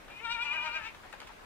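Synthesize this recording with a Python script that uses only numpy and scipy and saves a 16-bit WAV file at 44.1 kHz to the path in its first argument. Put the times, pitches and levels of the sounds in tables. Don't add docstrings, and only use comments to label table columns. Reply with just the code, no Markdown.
import sys
import numpy as np
from scipy import signal
from scipy.fft import rfft, irfft, next_fast_len
from scipy.io import wavfile
from scipy.ndimage import uniform_filter1d, map_coordinates

SR = 44100
rng = np.random.default_rng(int(sys.argv[2]) if len(sys.argv) > 2 else 0)


def convert_level_to_amplitude(level_db):
    exponent = np.asarray(level_db, float) / 20
    return 10 ** exponent


def inscribe(sig):
    pcm = np.round(np.clip(np.atleast_2d(sig).T, -1, 1) * 32767)
    wavfile.write(sys.argv[1], SR, pcm.astype(np.int16))


N = 63945
T = np.arange(N) / SR

# t/s, mean pitch f/Hz, level/dB, low resonances over
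# middle/dB, top resonances over middle/dB
KID_BLEAT = [
    (.1, 400, -61, -20, -4),
    (.122, 396.5, -58, -20, 2),
    (.183, 421.4, -49, -9, -5),
    (.203, 432.7, -36, -13, -14),
    (.214, 448.9, -53.5, 4, -4),
             (0.241, 467.7, -41, -4, -7),
    (0.25, 464.5, -38.5, 4, 7.5),
    (0.402, 471.6, -37.5, 1, 1),
    (0.469, 482.9, -38, -3.5, 1.5),
    (0.629, 484.8, -38, -5, -2.5),
    (0.701, 477.1, -43.5, 2, 3.5),
    (0.774, 473.8, -46, -6, -1),
    (.828, 424.7, -43.5, 4.5, -4),
    (0.863, 447, -44, 1.5, 3),
    (0.893, 450.8, -42, -11, -10),
]
MATE_SHAPE = [
    (.41, 276, -62, 0, -2),
    (.445, 286, -55.5, 2, 6),
    (.51, 296, -46.5, 0.5, 6),
    (.56, 308.6, -52, 3, -20),
    (.62, 306, -49.5, 5.5, 2),
    (.7, 308.1, -49, 0, 0.5),
    (.77, 309.4, -47, 1, -6),
    (.84, 312.5, -50.5, -8, -2),
    (.87, 312.6, -47, -8, 6),
    (.898, 312, -45.5, -18, -2),
]
# t/s of highest pitch, swing f/Hz, level change there/dB (minus: voice catches, plus: it pushes)
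KID_QUAVERS = [
    (.14, 1, 0),
    (.232, 9, -2),
    (.334, 16, -14),
    (.438, 12, -15),
    (.547, 6, -12),
    (.642, 3, -8),
    (.755, 10, -3),
    (.87, 3, 0),
    (.97, 1, 0),
]
MATE_QUAVERS = [
    (.36, 5, 3),
    (.455, 7, 6),
    (.553, 11, 6),
    (.662, 8, 7),
    (.76, 9, 8),
    (.85, 5, 4),
    (.95, 5, 0),
]
# f/Hz, width/Hz, level/dB
KID_LOW = [(934.6, 80, -2.5), (1406, 54, 2.5), (1788.4, 44.5, -1.5)]
KID_MIDDLE = [(1995, 79, -4.5), (2412, 65.6, 9), (2873, 141, -3)]
KID_TOP = [(3200, 110, -15), (3695, 101, -6.5), (4370, 820, -22.5), (5300, 1100, -26), (8340, 410, -32.5)]
MATE_LOW = [(661, 75, -0.5), (951, 105, 2), (1191, 67, 3), (1580, 76, 1)]
MATE_MIDDLE = [(2044, 123, -1.5), (2604, 100, 6)]
MATE_TOP = [(3211, 490, -13.5), (4000, 843, -18), (6300, 2800, -29.5)]
# f/Hz, left over right/dB
KID_SIDE = [(900, 17), (1400, 6), (2400, 10), (3700, 7), (8000, -2.5)]
MATE_SIDE = [(600, 8), (1200, 12.2), (1600, 12.2), (2500, 3.9), (4000, 4.7)]
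# t/s, level/dB, dying time/s, brightness/(dB per octave), left over right/dB
HOOF_STEPS = [(.078, -56.5, 0.063, 1, 5), (.1, -55.5, 0.022, 3.5, 3.5), (0.946, -47.5, 0.0065, 4, 7),
              (1.034, -48, .01, -2, 7), (1.047, -53, 0.0086, -6.5, 8), (1.126, -43, 0.0053, 4, 4.5),
              (1.136, -51, 0.0071, -6.5, 18), (1.2014, -43, 0.0042, 5.5, 1), (1.214, -52, 0.011, -4, 18.5),
              (1.227, -55, 0.011, 4.5, -5), (1.27, -49.5, 0.0072, 6.5, -3), (1.291, -53, 0.02, -6, 10.5),
              (1.319, -53.5, 0.0058, 6, -5), (1.368, -68.5, 0.027, -7, -9)]
# f/Hz, width/Hz, level/dB
BOARD = [(765, 280, 6.5), (1640, 435, 4), (2530, 560, -0.5), (3510, 1550, -9.5), (7900, 4500, -27)]
# delay t/s, left level/dB, right level/dB
WALLS = [
    (.0023, -12.5, -20.5),
    (.0047, -17.5, -10),
    (.0081, -16, -12),
    (0.0133, -13.5, -5),
    (.019, -20.5, -17.5),
]
# f/Hz, time to fall 60 dB t/s
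PEN_TAIL = [(300, .18), (2000, .15), (10000, .08)]
# f/Hz, level/dB per Hz
HUSH = [(12, -33), (22, -1.5), (32, 4.5), (50, -4), (130, -6.5), (1100, -6), (2200, -10), (4500, -20.5),
        (15600, -34)]
# f/Hz, left-right likeness (0 to 1)
ALIKE = [(30, .7), (100, 0.15), (1000, 0.067), (8000, 0.034)]

JITTER, SHIMMER_DB = .0045, 1.5
QUICK_FALL = .1
SWELL_DB, SWELL_LEAD = 4, .07
TOP_SWELL = 2.2
CATCH_LAG_S, RELEASE_S = .005, .01
PATCHY_DB, PATCH_RATE_HZ = 2.2, 30
ROUGH, ROUGH_AT_END, ROUGH_S = .05, .18, .1
NASAL_S, NASAL_WIDE_S = .225, .016
FLOOR_HZ = 558
HOOF_ATTACK_S, SCRAPE_DB = .0013, 2
LEAD_S = .00009
PEN_DB, HUSH_DB = -13, -52
TOP_HZ = 15780
LEFT_RIGHT = np.array([[.5], [-.5]])


def bleat(shape, quavers, throat, side, nasal_db, catch_s, hoarse):
    times, *columns = np.transpose(shape)
    start, end = times[0], times[-1]
    pitch, level_db, low_db, top_db = [np.interp(T, times, column) for column in columns]

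    peaks, swings, catch_db = np.transpose(quavers)
    turn = np.interp(T, peaks, np.arange(len(peaks)))
    swing = np.interp(T, peaks, swings)
    skewed = turn + QUICK_FALL * np.sin(np.pi * turn) ** 2
    pitch = pitch + swing * np.cos(2 * np.pi * skewed)
    since_catch = T - peaks[:, None] - CATCH_LAG_S
    catches = catch_db[:, None] * np.exp(-(since_catch / catch_s) ** 2 / 2)
    level_db = level_db + catches.sum(0) + SHIMMER_DB * wobble(60.74)
    swell_db = SWELL_DB * np.cos(2 * np.pi * (turn + SWELL_LEAD)) * swing / swing.max()

    phase = 2 * np.pi * np.cumsum(pitch * (1 + JITTER * wobble(119.35))) / SR
    rough = ROUGH * hoarse + ROUGH_AT_END * np.exp(-np.maximum(end - T, 0) / ROUGH_S)
    gate = (T > start) * np.exp(-np.maximum(T - end, 0) / RELEASE_S)
    folds = vocal_folds(phase, rough) * convert_level_to_amplitude(level_db + 10) * gate

    shares_db = low_db, swell_db, top_db + TOP_SWELL * swell_db
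    voice = sum(filtered(folds * convert_level_to_amplitude(share_db), resonances(rows))
                for share_db, rows in zip(shares_db, throat))
    nasal_swell = np.exp(-((T - NASAL_S) / NASAL_WIDE_S) ** 2 / 2)
    voice = voice + convert_level_to_amplitude(nasal_db) * np.cos(phase) * nasal_swell
    return filtered(voice, lambda f: convert_level_to_amplitude(along(side, f) * LEFT_RIGHT))


def vocal_folds(phase, rough):
    overtones = (convert_level_to_amplitude(PATCHY_DB * wobble(PATCH_RATE_HZ)) * np.cos(k * phase) for k in range(1, 26))
    pulses = unit(sum(overtones))
    puffs = unit((1 + np.cos(phase)) * rng.standard_normal(N))
    return np.sqrt(1 - rough) * pulses + np.sqrt(rough) * puffs


def hooves():
    steps = np.zeros((2, N))
    for start, level_db, dying_s, bright_db, side_db in HOOF_STEPS:
        since = T - start
        envelope = np.clip(since / HOOF_ATTACK_S, 0, 1) * np.exp(-np.maximum(since, 0) / dying_s)
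        grit = envelope * rng.standard_normal(N) * convert_level_to_amplitude(SCRAPE_DB * wobble(250))

        def plank(f):
            octaves = np.log2(np.clip(f, 400, 7000) / 1500)
            return resonances(BOARD)(f) * convert_level_to_amplitude(bright_db * octaves)

        steps += filtered(grit, plank) * convert_level_to_amplitude(level_db + 12 + side_db * LEFT_RIGHT)
    return steps


def pen(x):
    def early(f):
        response = np.exp(-2j * np.pi * f * LEAD_S * np.array([[0], [1]]))
        for delay, left_db, right_db in WALLS:
            delays = delay * np.array([[1], [1.13]])
            response = response + convert_level_to_amplitude(np.array([[left_db], [right_db]])) * np.exp(-2j * np.pi * f * delays)
        return response

    hz, t, noise = signal.stft(rng.standard_normal((2, SR // 3)), SR, nperseg=256)
    decay = convert_level_to_amplitude(-60 * t / along(PEN_TAIL, hz)[:, None])
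    tail = signal.istft(noise * decay, SR, nperseg=256)[1]
    tail = tail / np.linalg.norm(tail[0])
    delayed = np.pad(x, ((0, 0), (600, 0)))
    late = signal.fftconvolve(delayed, tail, axes=1)[:, :N]
    return filtered(x, early) + convert_level_to_amplitude(PEN_DB) * late


def hush():
    noise = signal.stft(rng.standard_normal((2, N)), nperseg=512)[2]
    patches = uniform_filter1d(rng.standard_normal(noise.shape[1:]), 6, 0)
    patches = unit(uniform_filter1d(patches, 10, 1))
    pair = signal.istft(noise * convert_level_to_amplitude(1.37 * patches), nperseg=512)[1][:, :N]

    def colour(f):
        angle = np.arccos(np.clip(along(ALIKE, f), -1, 1)) / 2
        return convert_level_to_amplitude(along(HUSH, f)) * np.array([np.cos(angle), np.sin(angle)])

    mid, side = filtered(pair, colour)
    return unit(np.array([mid + side, mid - side])) * convert_level_to_amplitude(HUSH_DB + 1.6 * LEFT_RIGHT)


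def resonances(rows):
    def response(f):
        low_cut = (1j * f / (FLOOR_HZ + 1j * f)) ** 2
        ringing = sum((-1) ** k * convert_level_to_amplitude(db) * 1j * f * width / (centre ** 2 - f * f + 1j * f * width)
                      for k, (centre, width, db) in enumerate(rows))
        return low_cut * ringing
    return response


def filtered(x, response):
    size = next_fast_len(N + SR // 2)
    return irfft(rfft(x, size) * response(np.fft.rfftfreq(size, 1 / SR)), size)[..., :N]


def along(points, hz):
    f, value = np.transpose(points)
    return np.interp(np.log(hz + 1), np.log(f + 1), value)


def wobble(rate):
    knots = rng.standard_normal(int(N * 400 / SR) + 9)
    return map_coordinates(knots, [T * min(rate, 400)])


def unit(x):
    return x / np.sqrt(np.mean(x ** 2) + 1e-20)


def scene():
    kid = bleat(KID_BLEAT, KID_QUAVERS, (KID_LOW, KID_MIDDLE, KID_TOP), KID_SIDE,
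                nasal_db=-61, catch_s=.005, hoarse=1)
    mate = bleat(MATE_SHAPE, MATE_QUAVERS, (MATE_LOW, MATE_MIDDLE, MATE_TOP), MATE_SIDE,
                 nasal_db=-np.inf, catch_s=.016, hoarse=2.5)
    return pen(kid + mate + hooves()) + hush()


def top_cut(x):
    return signal.sosfilt(signal.butter(12, 15780, fs=SR, output="sos"), x)


def record(dry):
    mix = filtered(dry, lambda f: f < TOP_HZ)
    return top_cut(mix)


dry = scene()
out = record(dry)
inscribe(out)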